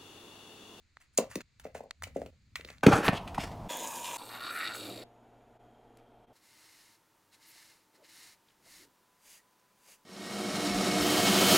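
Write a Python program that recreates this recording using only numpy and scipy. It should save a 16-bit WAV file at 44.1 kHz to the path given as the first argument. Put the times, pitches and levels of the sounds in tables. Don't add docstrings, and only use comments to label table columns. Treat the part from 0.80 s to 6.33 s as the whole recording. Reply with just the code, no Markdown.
import sys
import numpy as np
from scipy import signal
from scipy.fft import rfft, irfft, next_fast_len
from scipy.io import wavfile
from scipy.ndimage import uniform_filter1d, map_coordinates

SR = 44100
rng = np.random.default_rng(int(sys.argv[2]) if len(sys.argv) > 2 else 0)


def waveform_to_disk(signal):
    frames = np.transpose(np.atleast_2d(signal))
    scaled = np.clip(frames, -1, 1) * 32767
    samples = np.round(scaled).astype(np.int16)
    wavfile.write(sys.argv[1], SR, samples)


N = 243873
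T = np.arange(N) / SR

# (frequency [Hz], level [dB])
DESK_AIR = [(25, -13.5), (92, -9.5), (166, -22.5), (309, -27.5), (700, -37), (1500, -29.5), (2300, -26),
            (3200, -34), (4400, -26.5), (5600, -38), (7000, -32.5), (10000, -52), (16000, -61)]
TABLE_AIR = [(15, -32), (25, 7.5), (217, 1.5), (309, -5.5), (516, -9), (695, 0), (775, -4), (962, -4.5),
             (1610, -23.5), (2910, -28), (5000, -32.5), (16000, -43)]
SHOP_AIR = [(25, -7), (55, -9), (87, -16), (123, -11), (165, -16), (235, -5), (370, -8), (460, -5),
            (520, -11), (710, -3.5), (950, -12), (1120, -19), (1400, -18), (1700, -24), (2700, -28),
            (3200, -28), (4500, -37), (8000, -41), (14500, -44), (16000, -60)]
# (frequency [Hz], level [dB])
MAINS_HUM = [(118.4, -68), (236.9, -72.5), (468.3, -74), (710.6, -69.5)]
# (start [s], end [s], centre [Hz], level [dB], width [Hz])
WHINES = [(4.24, 4.75, 2317, -93, 90), (4.242, 5.2, 6830, -91, 240.3), (4.799, 5.6, 3226, -84.5, 90)]
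SHOP_DIPS = [4.786, 5.463]
# (start [s], end [s], level [dB])
LEANS = [(0.418, 0.585, -62), (0.832, 0.992, -63), (1.25, 1.456, -54.5), (1.575, 1.697, -69),
         (1.784, 2.03, -61)]
# (frequency [Hz], level [dB])
RUMBLE_TONE = [(25, -20.5), (70, 6.0), (130, -4.5), (250, -12.5), (500, -50)]
# (frequency [Hz], t60 [s])
ROOM_DECAY = [(150, 0.13), (500, 0.18), (2000, 0.25), (10000, 0.1)]
# (time [s], rise [s], t60 [s], level [dB], centre [Hz], slope [dB/octave])
TOUCH = [(5.171, 0.0011, 0.019, -61, 8800, 24), (5.171, 0.0011, 0.018, -63, 2200, 8),
         (5.176, 0.012, 0.15, -70, 1910, 9)]

# (frequency [Hz], width [Hz], level [dB])
DESK_MODES = [(245.6, 130, 4.5), (522.5, 46, -3.5), (1040, 80, 5.5)]
SCISSOR_MODES = [(1290, 180, -7), (1950, 260, 1), (2670, 220, -1), (4404, 180, -0.5), (6100, 300, -4),
                 (6950, 810, -1.5)]
TABLE_MODES = [(116, 30, -4.5), (157, 30, -12), (305, 90, -1), (438, 19, -2.5), (820, 130, -6.5),
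               (1330, 81, -9), (2680, 480, -9.5), (4450, 280, -8.5)]
FIRST_MODES = [(954, 37, 14), (1655, 120, 8), (2530, 320, 0), (3460, 670, 6), (7000, 1160, 6.5),
               (9200, 900, -4), (13100, 700, -1)]
SECOND_MODES = [(318, 50, -2), (1410, 135, 6), (1880, 110, -1), (2370, 160, 3.5), (2800, 200, 1),
                (3790, 250, 4), (4410, 200, 4), (7760, 360, 4), (10100, 370, -2), (12800, 550, 0)]
# (frequency [Hz], level [dB])
SCISSOR_TONE = [(200, 6), (1000, 2.5), (3000, -5.5), (5000, -5), (8000, -4.5), (10000, -1), (12000, -7.5),
                (14500, 3.5), (16000, 0.5)]
SHEET_TONE = [(100, 1.5), (520, 0), (640, -2.5), (780, -1), (5000, -2.5), (10000, -1.5), (16000, -6.5)]
FIRST_TONE = [(59, -40), (100, -12.5), (283, -0.5), (381, -6.5), (560, 3.5), (800, -3.5), (930, -3),
              (1100, -2), (1390, -16.5), (1700, -13.5), (2420, -10.5), (4200, -13.5), (7140, -14.5),
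              (15000, -17.5), (16000, -26)]
SECOND_TONE = [(59, -35), (100, 14), (124, 9), (147, -17), (181, -4.5), (350, -3), (700, -2), (950, -9),
               (1420, -12.5), (2700, -15.5), (3100, -19.5), (3650, -15.5), (4470, -17), (6020, -25.5),
               (7940, -19), (16000, -26.5)]

# (start [s], end [s])
SCISSOR_CUTS = [(0, .622), (.79, 1.507), (1.52, 2.03)]
# (time [s], level [dB], pitch [Hz])
JOLTS = [(.3857, -24.5, 920), (0.3879, -11.5, 517), (.560, -28, 442), (.563, -31.5, 252),
         (0.855, -29.5, 540), (0.9528, -29.5, 620), (1.008, -31.5, 620), (1.0409, -43.5, 600),
         (1.0604, -44, 570), (1.272, -43, 570), (1.3638, -21, 500), (1.4197, -27, 537), (1.464, -38, 487),
         (1.798, -44, 448), (1.851, -43.5, 445), (1.904, -44.5, 520)]
# (time [s], level [dB], pitch [Hz], bright edge [dB])
TICKS = [(0.1707, -37.5, 1410, -43.5), (0.607, -37.5, 1590, -38), (1.11, -32, 1640, -23),
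         (1.2233, -29, 1390, -38), (1.418, -38.5, 1400, -48), (1.7575, -25, 2120, -23.5),
         (1.8117, -38, 2320, -36.5), (1.8491, -35, 2840, -34), (1.904, -51, 2320, -34),
         (1.9837, -54.5, 2700, -43), (2.01, -55, 2430, -50)]
# (time [s], level [dB], centre [Hz], slope [dB/octave])
CRACKS = [(0.374, -26.5, 6400, 6), (0.3765, -16, 7560, 17), (.381, -28.5, 8100, 10),
          (0.384, -27.5, 3150, 16), (0.5549, -30.5, 4570, 4), (0.607, -43, 2700, 11.5),
          (0.6122, -45, 2880, 10), (0.797, -43, 2510, 0.5), (0.852, -47.5, 1850, 27),
          (.865, -52.5, 2000, 14), (.957, -45.5, 2400, 21), (.968, -51, 2500, 17), (1.035, -59, 6500, 7.5),
          (1.222, -43, 10000, 5), (1.233, -39, 7000, -0.5), (1.2358, -34, 5900, 8),
          (1.2379, -34.5, 2800, 21.5), (1.416, -52, 1600, 6), (1.461, -45, 2300, 8.5),
          (1.757, -32, 3050, 11), (1.763, -39, 2350, 28), (1.808, -47, 2400, 25), (1.849, -43, 3970, 35),
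          (1.874, -47, 2800, 11), (1.9, -47, 2580, 5)]
# (time [s], t60 [s], level [dB], hiss [dB])
GRINDS = [(0.199, 0.17, -64, -64), (0.328, 0.22, -75, -66.5), (0.491, 0.46, -52, -56),
          (0.835, 0.15, -56, -64), (0.944, 0.18, -51, -51), (1.268, 0.082, -54, -58),
          (1.344, 0.33, -55, -56), (1.766, 0.31, -57.5, -69.5), (1.875, 0.25, -54.5, -65),
          (1.926, 0.25, -62.5, -75)]
# (frequency [Hz], phase [rad])
PORT_PHASE = [(200, 0), (800, 0.64), (2500, -1), (4500, -1.5), (7000, -0.96), (11000, -3), (14000, -3.5)]

# (time [s], clap [dB], clap pitch [Hz], clap width [cycles],
# air [dB], air centre [Hz], air t60 [s], smack [dB])
LANDINGS = [(2.0358, -16.5, 606, 0.95, -23.5, 1000, 0.094, -33.5),
            (2.0676, -7, 421.4, 1.25, -20, 1900, 0.043, -23.5), (2.131, -17, 798, 2, -23, 1100, .07, -33),
            (2.2863, -17, 800, 1.4, -20, 850, 0.051, -37),
            (2.5822, -21, 870, 2.25, -37.5, 1000, 0.077, -47.5)]
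# (time [s], level [dB], pitch [Hz], width [cycles])
EDGE_SNAPS = [(2.067, -4.5, 2302, 0.4), (2.1307, -12, 1902, 0.3), (2.1365, -14.5, 1700, 0.24),
              (2.2817, -2.5, 2200, 0.3)]
# (time [s], level [dB], pitch [Hz])
THUDS = [(2.0432, -27, 200.2), (2.0723, -3.5, 217), (2.0865, -10, 290), (2.1025, -19, 170),
         (2.115, -18, 461), (2.1378, -20, 130), (2.189, -27, 260), (2.2932, -18, 180.8),
         (2.3338, -27, 188.6), (2.5889, -29.5, 188)]
# (time [s], rise [s], t60 [s], level [dB], centre [Hz])
SLIDES = [(2.07, 0.0083, 0.21, -23.5, 600), (2.112, 0.012, 0.36, -22, 804), (2.135, 0.025, 0.4, -30, 220),
          (2.215, 0.055, 0.092, -28, 1200), (2.319, 0.011, 0.26, -31.5, 550),
          (2.357, 0.024, 0.022, -42.5, 2900), (2.585, 0.021, 0.31, -40.5, 2350)]
# (time [s], t60 [s], level [dB], centre [Hz])
SWISHES = [(2.061, 0.12, -38.5, 5500), (2.125, 0.21, -38.5, 6990), (2.231, 0.093, -36.5, 10800),
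           (2.337, 0.04, -44.5, 4490)]
# (time [s], level [dB], centre [Hz])
PATS = [(2.331, -41, 1900), (2.348, -43.5, 3000), (2.473, -41.5, 1167), (2.544, -40.5, 1396),
        (2.634, -37, 840), (2.669, -48, 1110), (2.714, -48.5, 1006)]
# (time [s], resonance [Hz], lift [dB])
SHEET_GAP = [(2.03, 1290, 5.5), (2.28, 1370, 1.5), (2.39, 3280, 10), (2.7, 2500, -3)]
# (frequency [Hz], side level [dB])
SHEET_WIDTH = [(60, -14), (250, -30.5), (1000, -19), (2000, -18), (5000, -25), (11000, -30.5)]

# (time [s], drag on the mat [dB], ruler ring [dB], rasp [dB], hiss [dB])
FIRST_LEVELS = [(2.9, -50, -48, -45, -45.5), (2.908, -42.5, -43.5, -46, -43.5),
                (2.94, -47, -43, -44, -44.5), (2.958, -45, -45, -46.5, -46),
                (2.994, -44.5, -54, -46.5, -45.5), (3.046, -48, -41.5, -46.5, -44),
                (3.07, -48.5, -44.5, -51, -44), (3.13, -54.5, -44.5, -53.5, -44.5),
                (3.17, -47.5, -47, -50, -43.5), (3.218, -52, -51, -52, -48), (3.254, -56, -48, -46, -42),
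                (3.282, -49.5, -44.5, -46, -45), (3.365, -51, -44.5, -46, -45.5)]
# (time [s], drag on the mat [dB], rasp [dB], blade ring [dB], hiss [dB])
SECOND_LEVELS = [(3.39, -64, -51, -56, -52.5), (3.42, -56, -49.5, -57.5, -55), (3.48, -56, -55, -57, -54),
                 (3.492, -57, -51, -56, -55), (3.504, -62, -48.5, -57, -55.5), (3.55, -53, -45, -49, -53.5),
                 (3.58, -59, -48, -53.5, -57), (3.67, -57, -40.5, -44.5, -55),
                 (3.742, -53, -43.5, -58.5, -50), (3.768, -58, -38, -47.5, -48.5),
                 (3.876, -53, -39.5, -41, -53.5), (3.914, -55, -41, -50, -54.5),
                 (3.936, -51, -47, -47, -55), (3.95, -51.5, -44, -49, -45), (3.976, -50, -52.5, -46.5, -50),
                 (4.11, -44, -56.5, -50, -55), (4.154, -49.5, -57.5, -54.5, -56.5),
                 (4.23, -49, -60, -54, -59.5)]
# (time [s], resonance [Hz], lift [dB])
FIRST_HOLLOW = [(2.9, 1750, 9), (3.05, 2140, 3), (3.16, 3120, 5), (3.37, 2520, 3.5)]
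SECOND_HOLLOW = [(3.39, 880, 16), (3.53, 950, 9), (3.7, 1390, 8.7), (3.8, 1760, 12), (3.9, 2080, 6.3),
                 (4.24, 2980, 1.44)]
# (time [s], level [dB], centre [Hz], t60 [s], slope [dB/octave])
CATCHES = [(2.9085, -37, 3000, 0.0093, 9), (2.97, -32.5, 13050, .012, 22), (3.073, -35, 6840, 0.02, 45),
           (3.2446, -36, 3020, 0.013, 14), (3.256, -34, 3200, 0.012, 16), (3.4234, -47, 3850, 0.024, 62),
           (3.4904, -38.5, 4020, 0.026, 58), (3.674, -43, 3850, 0.031, 60), (3.7, -40.5, 3850, 0.031, 55)]


def amp(db):
    return 10 ** (np.asarray(db) / 20)


def unit(x):
    return x / np.sqrt(np.mean(x ** 2) + 1e-20)


def along(points, hz):
    f, v = np.transpose(points)
    return np.interp(np.log(hz + 1), np.log(f + 1), v)


def envelopes(rows):
    times, *levels = np.transpose(rows)
    return [amp(np.interp(T, times, db)) for db in levels]


def during(start, end, fade):
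    return np.clip((T - start) / fade, 0, 1) * np.clip((end - T) / 0.0026, 0, 1)


def filtered(x, response):
    n = x.shape[-1]
    m = next_fast_len(n + 8192)
    return irfft(rfft(x, m) * response(np.fft.rfftfreq(m, 1 / SR)), m)[..., :n]


def highpass(f, hz):
    return 1 / np.sqrt(1 + (hz / (f + 1)) ** 6)


def ringing(modes, f):
    return 1 + sum(amp(db) * 1j * f * w / (c * c - f * f + 1j * f * w) for c, w, db in modes)


def add(track, s, sound):
    part = track[max(round(s * SR), 0):][:len(sound)]
    part += sound[:len(part)]


def stereo(mid, side):
    return np.array([mid + side, mid - side])


def flutter(rate, depth_db):
    knots = rng.standard_normal(int(N * rate / SR) + 4)
    return unit(amp(depth_db * map_coordinates(knots, [T * rate])))


def grit(n, density, spread_db):
    slips = rng.random(n) < density / SR
    return unit(slips * rng.standard_normal(n) * amp(spread_db * np.clip(rng.standard_normal(n), -2, 2)))


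def impacts(rows, droop):
    out, t = np.zeros(N), np.arange(-SR // 20, SR // 20) / SR
    for s, db, hz, cycles in rows:
        u = np.clip(t * hz / cycles, -4, 4)
        add(out, s + t[0], amp(db) * np.exp(-u ** 2) * np.cos(2 * np.pi * cycles * (u - droop * u ** 2)))
    return out


def bursts(rows, density, spread_db, modes=()):
    out, t = np.zeros(N), np.arange(SR // 2) / SR
    for s, rise, t60, db, hz, slope in rows:
        colour = lambda f: amp(-slope * np.hypot(np.log2((f + 1) / hz), .3))
        swell = np.minimum(t / rise, 1) * amp(-60 * np.maximum(t - rise, 0) / t60)
        burst = amp(db) * swell * unit(filtered(grit(len(t), density, spread_db), colour))
        if modes:
            shifted = [(c * 2 ** (0.099 * rng.standard_normal()), w, level) for c, w, level in modes]
            burst = filtered(burst, lambda f: ringing(shifted, f))
        add(out, s, burst)
    return out


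def room(x, delay):
    hz, t, z = signal.stft(rng.standard_normal(SR // 2), SR, nperseg=256)
    tail = signal.istft(z * amp(-60 * t / along(ROOM_DECAY, hz)[:, None]), SR, nperseg=256)[1]
    return signal.fftconvolve(x, np.pad(tail / np.linalg.norm(tail), (round(delay * SR), 0)))[:N]


def cavity(x, hollow, octaves, ripple_db):
    hz, t, z = signal.stft(x, SR, nperseg=512)
    s, centre, lift = np.transpose(hollow)
    detuning = np.log2((hz[:, None] + 1) / np.interp(t, s, centre)) / octaves
    ripples = uniform_filter1d(rng.standard_normal(z.shape), size=3, axis=0)
    ripples = unit(uniform_filter1d(ripples, size=28, axis=1))
    gain = amp(np.interp(t, s, lift) * np.exp(-detuning ** 2) + ripple_db * ripples)
    power = np.mean(np.abs(z) ** 2, axis=1)
    return signal.istft(z * gain / np.sqrt(power @ gain ** 2 / power.sum()), SR, nperseg=512)[1][:N]


def air(spectrum, side_db):
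    mid, side = filtered(rng.standard_normal((2, N)), lambda hz: amp(along(spectrum, hz)))
    return stereo(unit(mid), amp(side_db) * unit(side))


def hum(hz, db):
    partial = amp(db) * np.sqrt(2) * np.sin(2 * np.pi * (hz * T + rng.random()))
    return partial * flutter(rate=11, depth_db=2.5)


def whine(hz, db, width_hz):
    return amp(db) * unit(filtered(rng.standard_normal(N), lambda f: np.exp(-((f - hz) / width_hz) ** 2)))


def desk_rumble():
    rest_db, fade_s = -76, 0.053
    lean = sum(amp(db) * np.exp(-((T - np.clip(T, start, end)) / fade_s) ** 2) for start, end, db in LEANS)
    return (amp(rest_db) + lean) * air(RUMBLE_TONE, side_db=-18.5)


def background():
    desk = (amp(-73) * air(DESK_AIR, side_db=-6.5) + desk_rumble()) * during(-.01, 2.03, fade=.005)
    table = amp(-43.5) * air(TABLE_AIR, side_db=-26.5) * during(2.03, 2.884, fade=0.0092)
    shop = amp(-61.5) * air(SHOP_AIR, side_db=-22) + sum(hum(hz, db - 1.5) for hz, db in MAINS_HUM)
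    for start, end, hz, db, width in WHINES:
        shop += whine(hz, db, width) * during(start, end, fade=0.0071)
    dips = amp(-11 * sum(np.exp(-((T - s) / 0.0093) ** 2) for s in SHOP_DIPS))
    return desk + table + shop * dips * during(2.6, 5.6, fade=.01)


def touch():
    return bursts(TOUCH, density=11000, spread_db=10)


def handle_jolts():
    thuds, tails = np.zeros(N), np.zeros(N)
    for s, db, hz in JOLTS:
        rebound = (s + .004, db - 14, hz * 0.58, 1)
        jolt = impacts([(s, db, hz, 1), rebound], droop=0.17)
        thuds += jolt
        tails += room(jolt, delay=0.0062)
    return thuds + amp(-10) * filtered(tails, lambda f: ringing(DESK_MODES, f))


def blade_ticks():
    blows = []
    for s, db, hz, edge_db in TICKS:
        blows += [(s, db, hz, 0.65),
                  (s, edge_db, 7000, 0.29),
                  (s, edge_db - 10.5, 3920, 5.1)]
    ticks = impacts(blows, droop=0.15)
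    return amp(-2.5) * filtered(ticks, lambda f: ringing(SCISSOR_MODES, f) * highpass(f, 210))


def blade_crunch():
    crack_rise_s, crack_t60_s = 0.0015, 0.018
    cracks, grinds, hisses, crumbs = [], [], [], []
    for s, db, hz, slope in CRACKS:
        cracks.append((s, crack_rise_s, crack_t60_s, db, hz, slope))
        cracks.append((s, crack_rise_s, crack_t60_s, db - 7.5, 14050, 16))
        grinds.append((s, .006, 0.18, db - 23, 3010, 2.5))
    for s, t60, db, hiss_db in GRINDS:
        rise = 0.047 * t60
        grinds.append((s, rise, t60, db, 2004, 3))
        hisses.append((s, rise, t60, hiss_db, 8320, 14))
        crumbs.append((s, rise, t60, db - 4.5, 2212, 16))
    crunch = bursts(cracks, density=7500, spread_db=1, modes=SCISSOR_MODES)
    crunch += bursts(crumbs, density=190, spread_db=4, modes=SCISSOR_MODES)
    grinding = bursts(grinds, density=2500, spread_db=1, modes=SCISSOR_MODES)
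    crunch += amp(-1) * grinding * flutter(rate=250, depth_db=2.5)
    crunch += bursts(hisses, density=700, spread_db=2.5)
    return filtered(crunch, lambda f: amp(along(SCISSOR_TONE, f)) * highpass(f, 520))


def scissors():
    thuds, crunch = handle_jolts(), blade_crunch()
    mid = crunch + blade_ticks() + amp(-12) * room(crunch, delay=0.0029)
    pair = stereo(mid, amp(-14) * room(crunch, delay=0.0018)) + thuds * amp([[.7], [-.7]])
    pair *= sum(during(start, end, fade=0.011) for start, end in SCISSOR_CUTS)
    sides = np.array([[1], [-1]])
    return filtered(pair, lambda f: highpass(f, 130) * np.exp(.5j * along(PORT_PHASE, f) * sides))


def landings():
    blows = EDGE_SNAPS + [(s, db, hz, .6) for s, db, hz in THUDS]
    puffs = []
    for s, clap_db, clap_hz, cycles, air_db, air_hz, air_t60, smack_db in LANDINGS:
        blows.append((s, clap_db, clap_hz, cycles))
        puffs.append((s - .005, .005, air_t60, air_db, air_hz, 9))
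        puffs.append((s - .003, .003, 0.019, smack_db, 6000, 7))
    return impacts(blows, droop=0.12), bursts(puffs, density=10000, spread_db=-0.5)


def sheets():
    slaps, puffs = landings()
    rubs = [(s, rise, t60, db, hz, 9) for s, rise, t60, db, hz in SLIDES]
    rubs += [(s, 0.037, t60, db, hz, 14) for s, t60, db, hz in SWISHES]
    rubs += [(s, 0.0029, 0.078, db, hz, 7) for s, db, hz in PATS]
    friction = bursts(rubs, density=10000, spread_db=1.5)
    slides = cavity(puffs + friction, SHEET_GAP, octaves=0.47, ripple_db=2.5)
    table = filtered(slaps + slides, lambda f: ringing(TABLE_MODES, f) * amp(along(SHEET_TONE, f)))
    side = filtered(room(table, delay=.001), lambda f: amp(along(SHEET_WIDTH, f)))
    return stereo(table + amp(-14) * room(table, delay=.004), side)


def fibre_snaps():
    snaps = [(s, .0006, t60, db, hz, slope) for s, db, hz, t60, slope in CATCHES]
    return bursts(snaps, density=20000, spread_db=1)


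def scrape(tone, modes, lo_hz, hi_hz, density, spread_db):
    band = lambda f: 1 / np.sqrt((1 + (lo_hz / (f + 1)) ** 8) * (1 + (f / hi_hz) ** 8))
    fibres = grit(N, density, spread_db)
    return unit(filtered(fibres, lambda f: amp(along(tone, f)) * ringing(modes, f) * band(f)))


def first_stroke():
    drag_gain, ring_gain, rasp_gain, hiss_gain = envelopes(FIRST_LEVELS)
    steel = FIRST_TONE, FIRST_MODES
    rasp = rasp_gain * scrape(*steel, 1430, 4400, density=3500, spread_db=2)
    hiss = hiss_gain * scrape(*steel, 5100, 18000, density=11000, spread_db=1)
    cut = amp(0.5) * cavity(rasp + hiss, FIRST_HOLLOW, octaves=0.28, ripple_db=3)
    cut += amp(1) * ring_gain * scrape(*steel, 910, 1200, density=5000, spread_db=0.5)
    cut += drag_gain * scrape(*steel, 140, 750, density=3000, spread_db=1)
    cut *= during(2.885, 3.372, fade=0.017)
    return stereo(cut, amp(-30) * room(cut, delay=.001))


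def second_stroke():
    drag_gain, rasp_gain, ring_gain, hiss_gain = envelopes(SECOND_LEVELS)
    steel = SECOND_TONE, SECOND_MODES
    rasp = rasp_gain * scrape(*steel, 910, 2730, density=2500, spread_db=2)
    hiss = hiss_gain * scrape(*steel, 5600, 15500, density=13000, spread_db=4)
    ring = ring_gain * scrape(*steel, 3350, 4470, density=5000, spread_db=5.5)
    cut = ring * flutter(rate=79, depth_db=0.5)
    cut += amp(0.5) * cavity(rasp, SECOND_HOLLOW, octaves=0.54, ripple_db=4)
    cut += cavity(hiss * flutter(rate=110, depth_db=1), SECOND_HOLLOW, octaves=0.49, ripple_db=4.5)
    cut += drag_gain * scrape(*steel, 178, 660, density=3300, spread_db=4.5)
    cut *= during(3.374, 4.24, fade=0.015)
    return stereo(cut, amp(-19) * room(cut, delay=.001))


def scene():
    return scissors() + sheets() + first_stroke() + second_stroke() + fibre_snaps() + touch() + background()


def record(dry):
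    ceiling, top_hz = .78, 16300
    rounded = dry / (1 + np.abs(dry / ceiling) ** 6) ** (1 / 6)
    return filtered(rounded, lambda hz: 1 / (1 + (hz / top_hz) ** 90))


dry = scene()
out = record(dry)
waveform_to_disk(out)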